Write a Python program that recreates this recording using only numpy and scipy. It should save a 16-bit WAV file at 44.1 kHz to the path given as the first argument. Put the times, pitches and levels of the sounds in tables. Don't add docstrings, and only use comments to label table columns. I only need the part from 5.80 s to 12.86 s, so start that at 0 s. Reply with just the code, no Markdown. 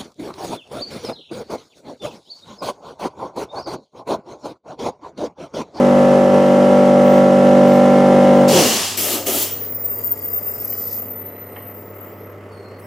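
import sys
import numpy as np
from scipy import signal
from scipy.fft import rfft, irfft
from scipy.io import wavfile
from scipy.ndimage import uniform_filter1d

SR = 44100
rng = np.random.default_rng(int(sys.argv[2]) if len(sys.argv) > 2 else 0)


def wav_out(sig):
    wavfile.write(sys.argv[1], SR, np.round(np.clip(np.atleast_2d(sig).T, -1, 1) * 32767).astype(np.int16))


def volts(x):
    e = np.asarray(x, float) / 20
    return 10 ** e


N = 311346

# t/s, level/dB
EFFORT = [(0.0, -11), (.19, -10), (.52, -11), (.545, -9), (.62, -11), (.9, -10), (1.13, -11), (1.38, -9.5),
          (1.5, -11.5), (1.75, -9.5), (2.2, -10), (2.5, -9), (2.62, -9), (2.716, -12)]
# t/s, share of full speed
RUN_DOWN = [
    (2.716, 1),
    (2.742, .69),
    (2.8, .655),
    (2.83, .56),
    (2.87, .45),
    (3.17, .22),
]
# multiple of the stroke rate, level/dB
STROKE = [(1, -34), (2, -29.5), (3, -10.5), (4, -4), (5, 0), (6, -8.5), (7, -13.5), (8, -10.5), (9, -23),
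          (10, -6), (11, 0.5), (12, -1), (13, -34), (14, -16.5), (15, -13.5), (16, -8), (17, -23),
          (18, -20), (19, -18.5), (20, -19.5), (21, -20.5), (22, -59), (23, -22), (24, -31), (25, -23),
          (26, -35.5), (27, -22.5), (28, -20.5)]
# f/Hz, width/Hz, level/dB
CASING_RINGS = [(1581, 83, -31), (1740, 79, -27), (2000, 94, -34), (2139, 26, -31), (2685, 1300, -44)]
# f/Hz, level/dB (per Hz)
INTAKE = [(35, -72), (60, -47), (91, -23), (230, -9), (292, -8.5), (433, -3.5), (535, -10), (652, -7.5),
          (774, -11.5), (848, -14), (1400, -24), (1820, -58), (3080, -120)]
# f/Hz, level/dB (per Hz)
VALVES = [(760, -37), (1300, -2), (1360, -18), (1440, -8.5), (1740, -9.5), (1900, -9), (2200, -10.5),
          (2320, -13.5), (2830, -11.5), (4350, -20), (5660, -18.5), (9270, -27.5), (9660, -26.5),
          (11900, -32.5), (16000, -43)]

# multiple of the fan speed, level/dB
FAN = [(5, -17), (6, -10.5), (7, -0.5), (8, -18), (9, -6.5), (10, -11), (11, -4.5), (12, -6.5), (13, -2),
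       (14, -14), (15, -6), (16, -4), (17, -5), (18, -8.5), (19, -9), (20, -22), (21, -24), (22, -21),
       (23, -24), (24, -12), (25, -14.5), (26, -30), (27, -32), (28, -26), (29, -27), (30, -17)]
# f/Hz, width/Hz, level/dB
FAN_RINGS = [(1150, 57, -13), (1287, 70, -11), (1970, 320, -19)]
# multiple of the hum pitch, level/dB
HUM = [(1, -43.5), (2, -53.5)]
# f/Hz, level/dB (per Hz)
RUMBLE = [(24, -54.5), (40, -32), (68, -17.5), (97, -6), (150, -9.5), (250, -6.5), (355, -5.5), (452, 0),
          (608, -7), (1000, -18), (1300, -40), (2200, -120)]
# f/Hz, level/dB (per Hz)
AIR = [(590, -36), (1000, -6), (1290, -5), (1650, -12), (2030, -8), (2250, -13), (3010, -19.5), (3380, -26),
       (4360, -29.5), (4840, -27), (8650, -33), (10300, -33.5), (12500, -30), (16000, -37)]

# start t/s, length t/s, first f/Hz, last f/Hz, top level/dB
PUFFS = [(1.86, .07, 15500, 13400, -48), (1.92, .08, 14300, 14700, -47.5), (3.82, .1, 14400, 15350, -31),
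         (3.9, .1, 15250, 15000, -30), (3.93, .025, 13500, 14700, -31), (3.97, .02, 14460, 13200, -30),
         (5.12, 0.14, 14140, 14620, -24.5), (5.25, 0.098, 14360, 14200, -31), (6.7, .22, 13400, 12900, -70),
         (6.988, .022, 10800, 10500, -52), (6.995, .025, 10400, 8200, -61), (7.015, .06, 10900, 10700, -60),
         (7.03, .05, 5400, 5400, -61)]
# start t/s, length t/s, first f/Hz, last f/Hz, top level/dB
GASPS = [
    (1.24, .16, 15200, 14600, -47),
    (2.54, .2, 15500, 14700, -54),
    (6.27, .13, 14800, 14300, -48),
    (6.36, .24, 13400, 13400, -57),
]
# start t/s, length t/s, first f/Hz, last f/Hz, top level/dB
RUSTLE = (6.97, 0.5, 13500, 13500, -55)

# t/s, level/dB
VENT = [
    (2.676, -29),
    (2.688, -23.5),
    (2.786, -17.5),
    (2.96, -19.5),
    (3.06, -23),
    (3.158, -29.5),
    (3.18, -38),
]
# f/Hz, level/dB (per Hz)
VENT_TONE = [(410, -22), (700, -6.5), (1140, -5.5), (1460, -14.5), (1640, -9), (2240, -8.5), (2880, -1),
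             (3740, -6.5), (4430, -4.5), (5500, -3.5), (7200, -4.5), (9350, -8.5), (12000, -8),
             (16000, -15)]

# start t/s, held t/s, flow level/dB, draught build t/s, buffeting level/dB
PULLS = [
    (3.168, 0.18, -25, 0.11, -25),
    (3.459, 0.17, -25.5, 0.017, -25),
]
# f/Hz, level/dB (per Hz)
JET = [(590, -45), (1000, -7.5), (1200, -17), (1430, -12.5), (2080, -8.5), (2550, -8), (3050, -1.5),
       (3500, -7), (4200, -7), (7440, -3.5), (8750, -5), (15100, 0.5), (16000, -20.5)]
# f/Hz, width/Hz, level/dB
BUFFET = [(308, 160, -2), (395, 54, -7.5), (609, 200, -2.5), (817, 240, -10.5), (1234, 200, -12)]

# t/s, f/Hz
LEAK = [
    [(3.38, 15234), (3.634, 14888), (3.7, 14820), (3.8, 14745), (3.902, 15260), (3.93, 15167)],
    [(3.945, 14770), (4.043, 14764), (4.167, 14514), (4.443, 14465), (4.643, 14668), (4.85, 14440),
     (5.05, 14170), (5.14, 14105)],
    [(5.295, 13800), (5.437, 14116), (5.503, 14015), (5.865, 13845), (5.99, 13850)],
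    [(5.94, 14615), (6.114, 14828), (6.232, 14366), (6.326, 14685), (6.362, 13762), (6.424, 13075),
     (6.53, 13246)],
]
# first level/dB, slope in dB per s
LEAK_DB = [
    (-33.5, 8),
    (-26, -0.4),
    (-32.5, -19.5),
    (-42, -21),
]
# t/s, half length t/s, level/dB
SURGES = [(3.4, .08, -4), (3.627, .04, 5), (3.68, .02, -6), (3.736, 0.027, 6), (3.99, .016, -7),
          (4.034, .004, -8), (4.062, .014, 5), (4.088, .008, -5), (4.114, .008, 3), (4.17, .005, -4),
          (4.226, .008, -9), (4.258, .025, 5), (4.29, .01, 4), (4.325, .01, 10), (4.36, .022, -9),
          (4.41, 0.012, -15), (4.495, 0.0037, -8), (4.56, 0.025, 6), (4.585, .01, 4), (4.602, .006, -9),
          (4.618, .005, -8), (4.703, .005, -2), (4.774, 0.0072, -14), (4.83, .006, -6), (4.848, .008, 4),
          (4.87, .008, -11), (4.938, .006, 1), (4.96, .005, -11), (5.101, .01, -7), (5.12, .008, 2),
          (5.885, 0.014, 8), (6.23, 0.047, 7), (6.355, .025, -12), (6.43, 0.036, 5)]

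# t/s, lowest cavity tone f/Hz, flow level/dB
SEEP = [
    (3.8, 4880, -48),
    (3.92, 5090, -53),
    (4.2, 4870, -50.5),
    (4.64, 4930, -51),
    (4.76, 5080, -47.5),
    (5.04, 4970, -44.5),
    (5.14, 4960, -41),
    (5.28, 4860, -61.5),
    (5.36, 4870, -72),
]

# t/s, peak level/dB, left-right level/dB
KNOCKS = [
    (4.189, -42, -3),
    (4.9252, -37.5, -1),
    (5.56, -52, 1.5),
    (5.7294, -47, 1.5),
    (5.7616, -33, -3),
    (5.766, -34, -2),
    (6.282, -46, 0.5),
    (6.5294, -50, 4),
]
# f/Hz, level/dB, t60 t/s
KNOCK = [(550, 6, .08), (906, 5, 0.17), (1970, 9, 0.07), (2910, 4.5, 0.033), (4870, -13, 0.029)]

# t/s, f/Hz
THIN_HIGH = [(5.23, 11760), (5.304, 11290), (5.358, 10060), (5.472, 9668), (5.784, 9637), (5.98, 10060),
             (6.128, 12390), (6.22, 12540)]
# t/s, f/Hz
THIN_MID = [(5.23, 7571), (5.472, 8022), (5.774, 8184), (5.936, 7667), (6.33, 7400)]
# first level/dB, slope in dB per s, swell t/s, swell level/dB
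THIN_DB = [
    (-61, -7, 5.78, 5),
    (-69, 0.5, 5.75, 4),
]
# start t/s, length t/s, first f/Hz, last f/Hz, top level/dB
GLIDES = [(5.4, .48, 3970, 4090, -71), (6.69, 0.2, 4540, 4220, -63), (6.82, .19, 4220, 4380, -61),
          (6.74, .24, 4250, 4500, -63), (5.9, .4, 9600, 9350, -73), (6.7, .13, 9034, 8900, -67),
          (6.75, .17, 8650, 8500, -73), (6.98, .09, 8150, 8000, -65)]

# f/Hz, level/dB
SIDE_FAR = [(60, -29.5), (130, -51), (290, -23.5), (640, -19.5), (1410, -4), (3100, -9.5), (6820, -7.5),
            (15000, -10)]
# f/Hz, level/dB
SIDE_NEAR = [(60, 0), (130, -9), (290, -28.5), (640, -15), (1410, -4.5), (3100, -14), (6820, -6.5),
             (15000, -10.5)]
# f/Hz, level/dB
LEAN_FAR = [(60, -0.51), (180, 0.16), (550, -0.047), (1650, -0.9), (4970, 0.46), (15000, 1.0)]
# f/Hz, level/dB
LEAN_NEAR = [(60, 0.0), (180, 9), (550, -5), (1650, 0.019), (4970, 0), (15000, 3.5)]

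STROKE_HZ, FAN_HZ, HUM_HZ, TOP_HZ = 48.7, 36.15, 99.9, 15950
STOP_S = 3.17
CLATTER_DB, COAST_CLATTER_DB = -27, 10.5
COAST_HOLD_S, COAST_DB_PER_S = 0.084, -120
LINGER_DB, LINGER_DB_PER_S = -5.5, -130
CHOKE_TURN, CHOKE_DEPTH, CHOKE_TURNS = .46, 0.54, 0.17
FAN_DB, RUMBLE_DB, AIR_DB = -35.5, -36.5, -48
DUCK_DB, DUCK_ENDS_S, DUCK_OPENS_S = -8.5, 2.75, 0.29
PUFF_HZ, GASP_HZ, RUSTLE_HZ = 300, 900, 4000
GLIDE_ENDS_DB, PUFF_ENDS_DB = -3, -8
VENT_TREBLE_DB, VENT_DULL_DB_PER_S2 = -3.5, -10
PULL_S, TAIL_S = 0.0091, .49
RELEASE_DB_PER_S, RELEASE_FLOOR_S = -125, 0.11
DULL_SHARE, SPIT_DB, SPIT_S = 0.49, 2.5, 0.034
LAG_DB, BUFFET_DB_PER_S, BUFFET_HOLD_S = -9, -110, 0.084
SEEP_REST_DB, SPREAD, SPREAD_PER_DB = -47, 0.39, 0.5
SEEP_MID_DB, SEEP_MID_SHARE = -47, 0.3
SEEP_MID_FROM_S, SEEP_MID_RISE_S = 3.82, 0.3
SEEP_HIGH_DB, SEEP_HIGH_SHARE, SEEP_HIGH_RATIO = -52.5, 0.22, .664


def evened(x):
    return x / np.sqrt(np.mean(abs(x) ** 2) + 1e-20)


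def read(points, hz):
    f, value = np.transpose(points)
    return np.interp(np.log(hz + 1), np.log(f + 1), value)


def played(rows):
    s, *columns = np.transpose(rows)
    t = np.arange(max(s[0], 0), s[-1], 1 / SR)
    return [t] + [np.interp(t, s, c) for c in columns]


def swell(start, length, first_hz, last_hz, db, ends_db):
    t = np.arange(start, min(start + length, N / SR), 1 / SR)
    u = (t - start) / length
    return t, first_hz + (last_hz - first_hz) * u, db + ends_db * (1 - np.sin(np.pi * u ** 0.55))


def add(mix, t, sound, fade_s=.004, end_s=0.0077):
    part = mix[:, round(t[0] * SR):][:, :len(t)]
    rise = (t - t[0] + (t[0] < .01)) / fade_s
    fall = (t[-1] - t + (t[-1] > 7.05)) / end_s
    soft = np.clip(np.minimum(rise, fall), 0, 1)
    part += (sound * soft)[:, :part.shape[1]]


def drift(count, hz, size):
    z = rng.standard_normal((count, size // 32 + 400, 2)) @ [1, 1j]
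    r = np.exp(-2 * np.pi * hz * 32 / SR)
    z = signal.lfilter([1], [1, -r], signal.lfilter([1], [1, -r], z))[:, 398:]
    return evened(signal.resample_poly(z, 32, 1, axis=1)[:, :size])


def ports(x, side, lean):
    hz = np.fft.rfftfreq(x.shape[1], 1 / SR)
    mid, rim = rfft(x[0]), rfft(x[1]) * volts(read(side, hz))
    left_right = np.array([mid + rim, mid - rim])
    return irfft(left_right * volts(read(lean, hz) / [[2], [-2]]), x.shape[1])


def hiss(tone, size, patchy_db, band_hz, side=SIDE_NEAR, lean=LEAN_NEAR):
    hz = np.fft.rfftfreq(512, 1 / SR)
    a, b, c, d, patch = rng.standard_normal((size // 128 + 6, 257, 5)).T
    patch = evened(uniform_filter1d(uniform_filter1d(patch, 6, 0), 20, 1))
    gain = volts(read(tone, hz))
    inside = (hz > band_hz[0]) & (hz < band_hz[1])
    share = np.sqrt(np.sum(gain[inside] ** 2) / np.sum(gain ** 2))
    spectrum = np.array([a + 1j * b, c + 1j * d]) * (gain[:, None] * volts(patchy_db * patch))
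    x = signal.istft(spectrum, nperseg=512, noverlap=384)[1]
    return ports(evened(x[:, :size]), side, lean) / share


def long_hiss(tone, size):
    z = rfft(rng.standard_normal((2, size))) * volts(read(tone, np.fft.rfftfreq(size, 1 / SR)))
    return ports(evened(irfft(z, size)), SIDE_FAR, LEAN_FAR)


def treble(x, db, edge_hz=8500):
    high = signal.sosfiltfilt(signal.butter(2, edge_hz, "high", fs=SR, output="sos"), x)
    return x + (volts(db) - 1) * high


def whistle(t, hz, db, width_hz, unsteady, apart=0.73, pan_db=3.0):
    a, b, c = drift(3, width_hz, len(t))
    flutter = (1 - unsteady) + unsteady * np.array([a + apart * b, a + apart * c])
    tone = (flutter * np.exp(2j * np.pi * np.cumsum(hz) / SR)).real
    return volts(db) * evened(tone) * volts(pan_db * np.array([[.5], [-.5]]))


def band(t, hz, db, width_hz, order=3):
    turn = np.exp(2j * np.pi * np.cumsum(hz + 0 * t) / SR)
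    a, b = rng.standard_normal((2, len(t) + 800, 2)) @ [1, 1j]
    lowpass = signal.butter(order, np.mean(width_hz) / 2, fs=SR, output="sos")
    low = signal.sosfilt(lowpass, [a + 0.64 * b, a - 0.12 * b])
    return volts(db) * evened((low[:, 800:] * turn).real)


def rotor(hz, orders, rings, count, wander, wander_hz, carried, scatter, bass_hz=260, ragged=2.1):
    k, db = np.transpose(orders)
    turns = np.cumsum(hz) / SR + .84
    slow = drift(2 * count, wander_hz, len(hz[::8]))
    rough = ragged * (1 - hz[::8] / hz[0]) * drift(2 * count, 16.0, len(hz[::8]))
    grid = np.arange(0, count + 1, .1)
    ringing = sum(volts(level) / (1 + (2 * (grid * hz[0] - f) / width) ** 2) for f, width, level in rings)
    casing = np.interp(grid, k, volts(db), left=0, right=0) + ringing * (grid > k[-1])
    out = np.zeros((2, len(hz)))
    for n in range(1, count + 1):
        own = casing[10 * n]
        radiated = (1 + (bass_hz / (n * hz[0])) ** 4) / (1 + (bass_hz / (n * hz)) ** 4)
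        level = carried * radiated * own + (1 - carried) * np.interp(n * hz / hz[0], grid, casing)
        weak = min(wander * (casing.max() / (own + 1e-6)) ** (2 / 5), 1)
        pair = slice(2 * n - 2, 2 * n)
        waver = [[1], [0]] + [[weak], [1]] * slow[pair] + rough[pair]
        smear = n ** 2 * 3 / 14
        spin = np.exp(2j * np.pi * (n * turns + smear + scatter * n ** 2 * rng.random()))
        out += level * (np.repeat(waver, 8, axis=1)[:, :len(hz)] * spin).real
    return ports(out / np.std(out[:, :2 * SR], axis=1, keepdims=True), SIDE_FAR, LEAN_FAR), turns


def compressor(mix):
    t = np.arange(0, STOP_S, 1 / SR)
    off = np.maximum(t - EFFORT[-1][0], 0)
    speed = uniform_filter1d(np.interp(t, *np.transpose(RUN_DOWN)), 300)
    effort_db = np.interp(t, *np.transpose(EFFORT)) + COAST_DB_PER_S * np.maximum(off - COAST_HOLD_S, 0)
    clatter_db = effort_db + CLATTER_DB + COAST_CLATTER_DB * (1 - speed) * 2
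    drone, turns = rotor(STROKE_HZ * speed, STROKE, CASING_RINGS, count=70, wander=.15, wander_hz=5.5,
                         carried=.75, scatter=.0005)
    choke = uniform_filter1d(CHOKE_DEPTH * np.exp(-((turns - CHOKE_TURN) % 1) / CHOKE_TURNS), 40)
    above_bass = signal.butter(4, 135, "high", fs=SR, output="sos")
    drone = drone - signal.sosfiltfilt(above_bass, drone * (choke - choke.mean()))
    beat = evened(1 + 0.096 * np.cos(2 * np.pi * turns - 1.6) + 0.057 * drift(1, 14, len(t))[0].real)
    roar = volts(-12.5) * long_hiss(INTAKE, len(t)) * evened(1 - choke)
    roar = roar / np.clip(speed, .4, 1) ** 1.87
    earlier = np.roll(drone, round(24 * SR / STROKE_HZ), axis=1)
    drone = drone + earlier * np.minimum(off / .02, 1) * volts(LINGER_DB + LINGER_DB_PER_S * off)
    clatter = long_hiss(VALVES, len(t)) * beat
    add(mix, t, volts(effort_db + 0.17) * (drone + roar) + volts(clatter_db + 3.0) * clatter)


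def garage():
    t = np.arange(N) / SR
    fan = rotor(FAN_HZ + np.zeros(N), FAN, FAN_RINGS, count=60, wander=0.4, wander_hz=5.2,
                carried=1, scatter=.01)[0]
    hum_turns = HUM_HZ * np.arange(N) / SR + 0.49
    hum = sum(np.sqrt(2) * volts(db) * np.sin(2 * np.pi * k * hum_turns) for k, db in HUM)
    rumble = volts(RUMBLE_DB - 3.5) * long_hiss(RUMBLE, N)
    air = rumble + volts(AIR_DB - 2.0) * hiss(AIR, N, 1.6, (1000, 12000), SIDE_FAR, LEAN_FAR)
    grain = evened(1 + 0.17 * np.cos(2 * np.pi * FAN_HZ * t) + 0.16 * drift(1, 70, N).real)
    duck_db = DUCK_DB * np.clip(1 - (t - DUCK_ENDS_S) / DUCK_OPENS_S, 0, 1)
    return volts(duck_db) * (volts(FAN_DB - 7.5) * fan + hum + air * grain)


def breaths(mix):
    for rows, width_hz in [(PUFFS, PUFF_HZ), (GASPS, GASP_HZ), ([RUSTLE], RUSTLE_HZ)]:
        for row in rows:
            t, hz, db = swell(*row, PUFF_ENDS_DB)
            add(mix, t, band(t, hz, db, width_hz), fade_s=0.011)


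def vent(mix):
    t, flow_db = played(VENT)
    jet = hiss(VENT_TONE, len(t), 1.05, (2000, 8000))
    jet = treble(jet, VENT_TREBLE_DB + VENT_DULL_DB_PER_S2 * (t - t[0]) ** 2)
    add(mix, t, volts(flow_db) * jet, fade_s=0.0059)


def gun(mix):
    for start, held, flow_db, build_s, buffet_db in PULLS:
        u = np.arange(0, TAIL_S, 1 / SR)
        t, gone = start + u, np.maximum(u - held, 0)
        late = np.maximum(gone - RELEASE_FLOOR_S, 0)
        fall_db = RELEASE_DB_PER_S * (np.minimum(gone, RELEASE_FLOOR_S) + 0.7 * late)
        first_spit = np.exp(-u / SPIT_S) * build_s / 0.087
        late_spit = np.minimum(u / held, 1) ** 2 * (1 - build_s / .1)
        spit_db = SPIT_DB * (first_spit + late_spit)
        jet = treble(hiss(JET, len(t), 1.4, (2000, 8000)), spit_db + DULL_SHARE * fall_db - 2.5)
        draught = sum(band(t, hz, db, width) for hz, width, db in BUFFET)
        draught = evened(0.46 * draught[0] + 0.2 * draught)
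        gust_db = buffet_db + LAG_DB * np.maximum(1 - u / build_s, 0)
        gust_db = gust_db + BUFFET_DB_PER_S * np.maximum(u - build_s - BUFFET_HOLD_S, 0)
        add(mix, t, volts(flow_db + fall_db) * jet + volts(gust_db) * draught, fade_s=PULL_S, end_s=0.066)


def leaks(mix):
    for rows, (first_db, slope) in zip(LEAK, LEAK_DB):
        t, hz = played(rows)
        surge_db = sum(d * np.exp(-((t - s) / w) ** 2) for s, w, d in SURGES)
        db = first_db + slope * (t - t[0]) + surge_db
        skirt = band(t, hz, uniform_filter1d(db, 4000) - 19, 1200)
        shaky_hz = hz + 25 * drift(1, 30, len(t))[0].real
        add(mix, t, whistle(t, shaky_hz, db + 1.0, 50, 0.38, pan_db=2.5) + skirt, fade_s=0.0038)


def seep(mix):
    t, hz, flow_db = played(SEEP)
    extra_db = flow_db - SEEP_REST_DB
    spread = SPREAD + SPREAD_PER_DB * np.maximum(extra_db, 0)
    spread = np.clip(uniform_filter1d(spread, 6000), 0, .6)
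    asleep = np.clip(1 - (t - SEEP_MID_FROM_S) / SEEP_MID_RISE_S, 0, 1)
    mid_db = SEEP_MID_DB + np.minimum(SEEP_MID_SHARE * extra_db, 1.2 * extra_db + 3) - 16 * asleep
    high_db = SEEP_HIGH_DB + np.minimum(SEEP_HIGH_SHARE * extra_db, 1.0 * extra_db + 5)
    leak_hz = np.interp(t, *np.transpose(LEAK[0] + LEAK[1]))
    high_hz = SEEP_HIGH_RATIO * uniform_filter1d(leak_hz, 4000)
    tones = [(hz, flow_db - 1.2, 220, 1.1, 1800),
             (1.467 * hz, mid_db, 750, 1.6, 2700),
             (high_hz, high_db, 220, 1.93, 1800)]
    for tone_hz, db, tight_hz, drag, wide_hz in tones:
        gusts_db = 2.5 * drift(2, 6.5, len(t)).real
        tight = band(t, tone_hz, db + gusts_db[0], tight_hz)
        smeared = band(t, drag * hz, db + .5 * gusts_db[1], wide_hz, order=2)
        add(mix, t, (1 - spread) * tight + spread * smeared, fade_s=0.036)
    fizz = band(t, 11600, uniform_filter1d(high_db, 9000) - 8.5, 2200)
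    add(mix, t, fizz, fade_s=.1)


def knocks(mix):
    t = np.arange(9000) / SR
    for s, db, pan_db in KNOCKS:
        ring = band(t, 1600, 12, 2600) * volts(-60 * t / 0.013)
        for hz, level, t60 in KNOCK:
            decay = volts(-60 * t / t60) + volts(-12.0 - 60 * t / 0.7)
            ring = ring + band(t, hz, level, 530) * decay
        add(mix, s + t, volts(db - 16.5) * ring * volts(pan_db * np.array([[.5], [-.5]])), fade_s=.0006)


def faint_whistles(mix):
    faint = [swell(*row, GLIDE_ENDS_DB) for row in GLIDES]
    for rows, (first_db, slope, s, swell_db) in zip([THIN_HIGH, THIN_MID], THIN_DB):
        t, hz = played(rows)
        db = first_db + slope * (t - t[0]) + swell_db * np.exp(-((t - s) / .12) ** 2)
        faint.append((t, hz, db))
    for t, hz, db in faint:
        add(mix, t, whistle(t, hz, db + .5, 40, .75) + band(t, hz * .99, db - 5, 300), fade_s=.02)


def scene():
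    mix = garage()
    for source in (compressor, breaths, vent, gun, leaks, seep, knocks, faint_whistles):
        source(mix)
    return mix


def roll_off(x):
    return signal.sosfilt(signal.butter(12, 16560, fs=SR, output="sos"), x)


def record(dry):
    knee = 0.94
    over = np.maximum(abs(dry) - knee, 0)
    clipped = dry - np.sign(dry) * (over - (1 - knee) * np.tanh(over / (1 - knee)))
    lowpass = signal.firwin(301, TOP_HZ, window=("kaiser", 7), fs=SR)
    limited = signal.oaconvolve(clipped, lowpass[None], "same")
    return roll_off(limited)


dry = scene()
out = record(dry)
wav_out(out)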